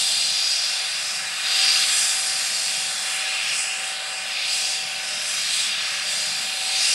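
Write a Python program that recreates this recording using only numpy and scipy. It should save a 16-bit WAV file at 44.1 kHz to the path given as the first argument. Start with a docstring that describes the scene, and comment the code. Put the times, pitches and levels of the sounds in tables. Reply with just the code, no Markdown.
"""A steady rushing roar with a bright hiss: a helicopter stands on a grass field some way off,
both turbines running. The exhaust rumbles and roars, the ducts howl, the compressors hiss and
the intakes fizz. Each of these is a band of noise that swells and dips as moving air bends the sound.
Gearbox tones and a faint blade whine sit in the noise; trees and walls send back weak echoes."""
import sys
import numpy as np
from scipy import signal
from scipy.fft import rfft, irfft, next_fast_len
from scipy.io import wavfile
from scipy.ndimage import uniform_filter1d, map_coordinates

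SR = 44100
rng = np.random.default_rng(int(sys.argv[2]) if len(sys.argv) > 2 else 0)


def put_to_file(sound):
    """Save the sound as 16-bit audio at rate SR, in the file named by the first command-line argument."""
    columns = np.atleast_2d(sound).T  # one column per channel
    safe = np.clip(columns, -1, 1)
    whole_steps = np.round(safe * 32767)
    wavfile.write(sys.argv[1], SR, whole_steps.astype(np.int16))


N = 306054

# How loud the tone of the meshing gear teeth is over time: t/s, level/dB
GEAR_LEVEL = [(0.03, -49), (0.47, -49), (0.53, -52.5), (0.83, -47.5), (0.95, -54), (1.14, -47.5),
              (1.43, -50.5), (1.62, -43), (1.68, -46.5), (2.37, -45.5), (2.39, -49.5), (3.2, -46),
              (5.02, -46.5), (5.42, -56), (6.77, -43.5), (6.92, -47)]
# How loud the compressor hiss is over time: t/s, level/dB
HISS_LEVEL = [(0.03, -26.5), (0.45, -27), (1.22, -36), (1.6, -22.5), (1.97, -28), (2.01, -29), (3.56, -33),
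              (3.6, -37.5), (4.1, -35), (4.16, -40), (4.42, -29), (5.08, -35.5), (5.58, -28.5),
              (6.05, -32.5), (6.07, -28.5), (6.63, -31), (6.82, -26), (6.92, -27)]


def amp(db):
    """Turn decibels into a factor to multiply by."""
    return 10 ** (np.asarray(db) / 20)


def unit(x):
    """Scale a signal to an average strength (rms) of 1."""
    return x / np.sqrt(np.mean(x ** 2) + 1e-20)


def at_frequency(table, hz, column=1, outside=None):
    """Read between the rows of a table, on a logarithmic frequency axis."""
    rows = np.array(table)
    return np.interp(np.log(hz + 1), np.log(rows[:, 0] + 1), rows[:, column], outside, outside)


def level_curve(table, glide_s=0.026):
    """A level in dB for every sample, with rounded corners because moving air shifts smoothly."""
    times, levels = np.transpose(table)
    steps = np.arange(0, N + 128, 128)
    rounded = uniform_filter1d(np.interp(steps / SR, times, levels), int(glide_s * SR / 128) + 1)
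    return np.interp(np.arange(N), steps, rounded)


def swing(table):
    """How many dB a level lies above or below its own average."""
    level = level_curve(table)
    return level - level.mean()


def wobble(rate):
    """A smooth curve through `rate` random values a second."""
    steps = np.arange(0, N + 64, 64)
    coarse = map_coordinates(rng.standard_normal(int(N * rate / SR) + 4), [steps * rate / SR])
    return np.interp(np.arange(N), steps, coarse)


def filtered(x, response):
    """Multiply each frequency in x by response(hz)."""
    size = next_fast_len(N + SR // 2)
    return irfft(rfft(x, size) * response(np.fft.rfftfreq(size, 1 / SR)), size)[..., :N]


def tone(hz, drift_hz, flutter_db):
    """A pure tone whose pitch and strength waver."""
    phase = 2 * np.pi * np.cumsum(hz + drift_hz * wobble(6)) / SR
    return np.sqrt(2) * amp(flutter_db * wobble(5)) * np.sin(phase + rng.uniform(0, 2 * np.pi))


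def patches(shape, bins, frames):
    """A random map, smoothed over `bins` steps of frequency and `frames` steps of time."""
    across_frequency = uniform_filter1d(rng.standard_normal(shape), size=bins, axis=0)
    return unit(uniform_filter1d(across_frequency, size=frames, axis=1))


def duct_boost(hz):
    """The dB added near the pitches at which the ducts and intakes ring."""
    # Duct and intake resonances: f/Hz, width/Hz, boost/dB
    resonances = [(1680, 120, 2.5), (1900, 80, 2), (2100, 90, 3), (2480, 120, 4.5), (2760, 100, 5.5),
                  (3080, 50, 2.5), (3240, 90, 3.5), (3410, 100, 4.5), (3520, 70, 4), (3740, 150, 4),
                  (3910, 50, 2.5), (4070, 80, 3.5), (4150, 60, 4.5), (4350, 40, 3), (4430, 60, 2.5),
                  (4585, 70, 3), (4715, 80, 5), (4835, 60, 4.5), (5060, 60, 2.5), (5420, 100, 1.5),
                  (5550, 60, 2.5), (5930, 130, 3.5), (8030, 300, 1.2)]
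    grid = np.arange(0, 9000, 10.)
    boost = sum(db * amp(-6 * (2 * (grid - centre) / width) ** 2) for centre, width, db in resonances)
    return np.interp(hz, grid, boost)


def rush(spectrum, patchy_db):
    """Air rushing through the ducts (rms 1); swirls make louder and softer patches in the noise."""
    shape = (257, N // 256 + 3)  # frequency steps, time steps
    even_noise = rng.standard_normal(shape) + 1j * rng.standard_normal(shape)
    wide_brief, narrow_slow = patches(shape, bins=9, frames=26), patches(shape, bins=2, frames=70)
    swirls = amp(patchy_db * (.7 * wide_brief + 1.25 * narrow_slow))
    noise = signal.istft(even_noise * swirls, window="cosine", nperseg=512)[1][:N]

    def colour(hz):
        in_band = (hz > spectrum[0][0]) & (hz < spectrum[-1][0])
        return in_band * amp(at_frequency(spectrum, hz) + duct_boost(hz))
    return unit(filtered(noise, colour))


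def echoes(direct, fade_s=0.6):
    """Trees and walls scatter the sound back as a dense, fading cloud of weak echoes."""
    # Strength of the echoes next to the direct sound: f/Hz, level/dB
    echo_spectrum = [(40, -18), (100, -34), (220, -42), (350, -28), (500, -29.5), (950, -18.5), (1300, -24),
                     (2000, -22), (4000, -20.5), (8500, -21), (9600, -46), (13000, -46)]
    t = np.arange(SR // 2) / SR
    cloud = rng.standard_normal(len(t)) * amp(-60 * t / fade_s)
    scattered = signal.fftconvolve(direct, cloud / np.linalg.norm(cloud))[:N]
    return filtered(scattered, lambda hz: amp(at_frequency(echo_spectrum, hz)))


def exhaust():
    """The exhaust makes a steady rumble and a low drone that gently swells with the gear tone."""
    # Tone colour of each noise: f/Hz, relative level/dB
    rumble_spectrum = [(15, -57), (25, -27), (38, -24), (65, -21), (98, -7.5), (151, -1), (204, 1),
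                       (291, -9.5), (318, -11.5), (360, -18.5), (470, -39), (790, -120)]
    drone_spectrum = [(300, -40), (330, -16.5), (430, -11), (530, -2), (680, 1), (880, -2), (1020, -4),
                      (1200, -25)]
    rumble = amp(-57) * rush(rumble_spectrum, patchy_db=1.7)
    drone = amp(-46.5 + 0.3 * swing(GEAR_LEVEL)) * rush(drone_spectrum, patchy_db=0.26)
    return rumble + drone


def gearbox():
    """Meshing teeth sing one clear tone; shafts and gears add a few weak ones."""
    # Weak shaft and gear tones: f/Hz, level/dB
    weak_tones = [(608, -59), (920, -64), (1496, -53.5), (1524, -56)]
    weak = sum(amp(db) * tone(hz, drift_hz=2.465, flutter_db=3.5) for hz, db in weak_tones)
    mesh = amp(level_curve(GEAR_LEVEL)) * tone(762.3, drift_hz=0.88, flutter_db=1.5)
    return mesh + weak


def intakes():
    """Intakes, seals and bleed air (let off the compressors) hiss; moving air makes them flicker."""
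    # Tone colour of each noise: f/Hz, relative level/dB
    bleed_spectrum = [(4600, -54), (4950, -1), (5300, 0), (5650, -3), (6200, -40)]
    seals_spectrum = [(5300, -43), (5750, -1), (6200, -1.5), (7000, -2), (7700, -38)]
    fizz_spectrum = [(6600, -30), (7200, -4.5), (8000, -2), (9000, -5), (9700, -9), (10800, -32)]
    sizzle_spectrum = [(9000, -22), (9800, -1.5), (10600, -1), (11600, -10), (12800, -19.5), (13900, -27)]
    # Slow swells and dips on the way through moving air: t/s, level/dB
    bleed_level = [(0.03, -31), (0.45, -26), (0.8, -35.5), (1.39, -36.5), (1.7, -24.5), (1.89, -32),
                   (2.03, -26), (2.2, -31), (3.39, -38.5), (3.5, -32), (4.04, -42.5), (4.67, -31.5),
                   (4.94, -38.5), (5.38, -31.5), (5.94, -37), (6.31, -31), (6.46, -41), (6.73, -34),
                   (6.82, -26.5), (6.92, -29)]
    fizz_level = [(0.03, -28), (0.76, -35), (1.47, -34), (1.55, -29.5), (1.85, -27), (1.97, -21),
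                  (2.18, -26.5), (3.04, -33), (3.14, -29.5), (3.27, -36), (3.5, -35), (3.6, -28),
                  (3.71, -35.5), (3.89, -35), (3.96, -40.5), (4.08, -37.5), (4.42, -40), (4.56, -29.5),
                  (4.86, -36), (5.21, -36.5), (5.29, -29.5), (5.48, -34.5), (5.54, -27), (5.59, -28),
                  (5.75, -37), (6.07, -34), (6.11, -29.5), (6.53, -36.5), (6.67, -31.5), (6.92, -27)]
    # Seals and sizzle each share their path through the air with two other layers, so they follow them.
    seals_db = -36.5 + 0.57 * swing(bleed_level) + 0.46 * swing(fizz_level)
    sizzle_db = -41.5 + 0.29 * swing(HISS_LEVEL) + 0.65 * swing(fizz_level)
    flicker = wobble(11) + wobble(4.52)
    bleed = amp(level_curve(bleed_level) + 0.97 * flicker) * rush(bleed_spectrum, patchy_db=0.74)
    seals = amp(seals_db + 0.49 * flicker) * rush(seals_spectrum, patchy_db=1.15)
    blade_whine = amp(-23) * tone(9103, drift_hz=6.0, flutter_db=6)
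    fizz_gain = amp(level_curve(fizz_level) + 0.55 * flicker)
    fizz = fizz_gain * (rush(fizz_spectrum, patchy_db=1.37) + blade_whine)
    sizzle = amp(sizzle_db + 0.33 * flicker) * rush(sizzle_spectrum, patchy_db=2.1)
    return bleed + seals + fizz + sizzle


def turbines():
    """Exhaust roar, duct howl, compressor hiss and whistle each swell on their own as the air shifts."""
    # Tone colour of each noise: f/Hz, relative level/dB
    roar_spectrum = [(900, -23), (1050, -11), (1200, -3.5), (1450, -4), (1700, -1), (1920, -1.5),
                     (2150, -4), (2600, -14)]
    howl_spectrum = [(1900, -24), (2200, -4.5), (2450, -2), (2900, -1), (3150, -7), (3700, -21)]
    hiss_spectrum = [(2800, -41), (3150, -1.5), (3500, -0.5), (4300, 0.5), (4700, -4), (5300, -37)]
    whistle_spectrum = [(4200, -30), (4480, -5), (4600, -1), (4850, 0), (4950, -6), (5250, -30)]
    # Swells and dips on the way through moving air: t/s, level/dB
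    roar_level = [(0.0, -39), (0.23, -39.5), (1.29, -35.5), (1.62, -32.5), (2.8, -38), (3.11, -34.5),
                  (4.83, -39.5), (5.93, -34.5), (6.63, -40), (6.92, -35.5), (6.94, -38)]
    howl_level = [(0.03, -32.5), (1.31, -35), (1.66, -26), (2.23, -34.5), (2.83, -31.5), (2.97, -40),
                  (3.14, -30), (3.48, -28), (4.04, -36), (4.35, -31), (4.37, -29), (4.9, -33.5),
                  (5.71, -30.5), (6.05, -31), (6.19, -32), (6.51, -33), (6.88, -28.5), (6.92, -27.5)]
    whistle_level = [(0.03, -30), (0.49, -26), (1.37, -40.5), (1.57, -24.5), (1.7, -21.5), (1.95, -29),
                     (3.43, -39), (3.6, -35), (3.73, -44), (4.19, -37.5), (4.25, -46), (4.35, -34),
                     (4.44, -37), (4.52, -28), (4.58, -33), (4.65, -30), (5.02, -40), (5.56, -32),
                     (5.98, -39), (6.07, -32.5), (6.42, -34), (6.53, -41), (6.84, -26), (6.92, -28)]
    roar = amp(level_curve(roar_level)) * rush(roar_spectrum, patchy_db=0.3)
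    howl = amp(level_curve(howl_level)) * rush(howl_spectrum, patchy_db=0.68)
    hiss = amp(level_curve(HISS_LEVEL)) * rush(hiss_spectrum, patchy_db=1.43)
    whistle = amp(level_curve(whistle_level)) * rush(whistle_spectrum, patchy_db=0.5)
    return roar + howl + hiss + whistle


def scene():
    """The helicopter is straight ahead; only its echoes spread to the sides."""
    direct = turbines() + intakes() + exhaust() + gearbox()
    side = echoes(direct)
    return np.array([direct + side, direct - side])


def record(dry):
    """The microphone housing favours left or right depending on pitch; the highest treble is cut off."""
    # Left opening compared with the right one: f/Hz, level/dB, phase lag/rad
    openings = [(800, 1.5, -0.034), (950, 1.5, -0.31), (1290, 0.4, 0), (1640, 2.5, 0.3), (1980, 1.5, 0.067),
                (2340, -1.5, 0.33), (2670, 1.5, 0.068), (3200, -2, 0), (3700, 2.8, 0.11), (4050, -3, 0),
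                (4440, 4, -0.073), (5030, 0, 0.28), (6400, 0.5, .04), (7300, -0.2, 0.14),
                (9300, -0.7, 0.033), (9600, -1, 0)]
    share = np.array([[.5], [-.5]])  # each side takes half, in opposite directions
    top_hz = 13800

    def housing(hz):
        gain = amp(share * at_frequency(openings, hz, outside=0))
        lag = share * at_frequency(openings, hz, column=2, outside=0)
        return gain * np.exp(-1j * lag) * (hz < top_hz)
    return filtered(dry, housing)


dry = scene()
out = record(dry)
put_to_file(out)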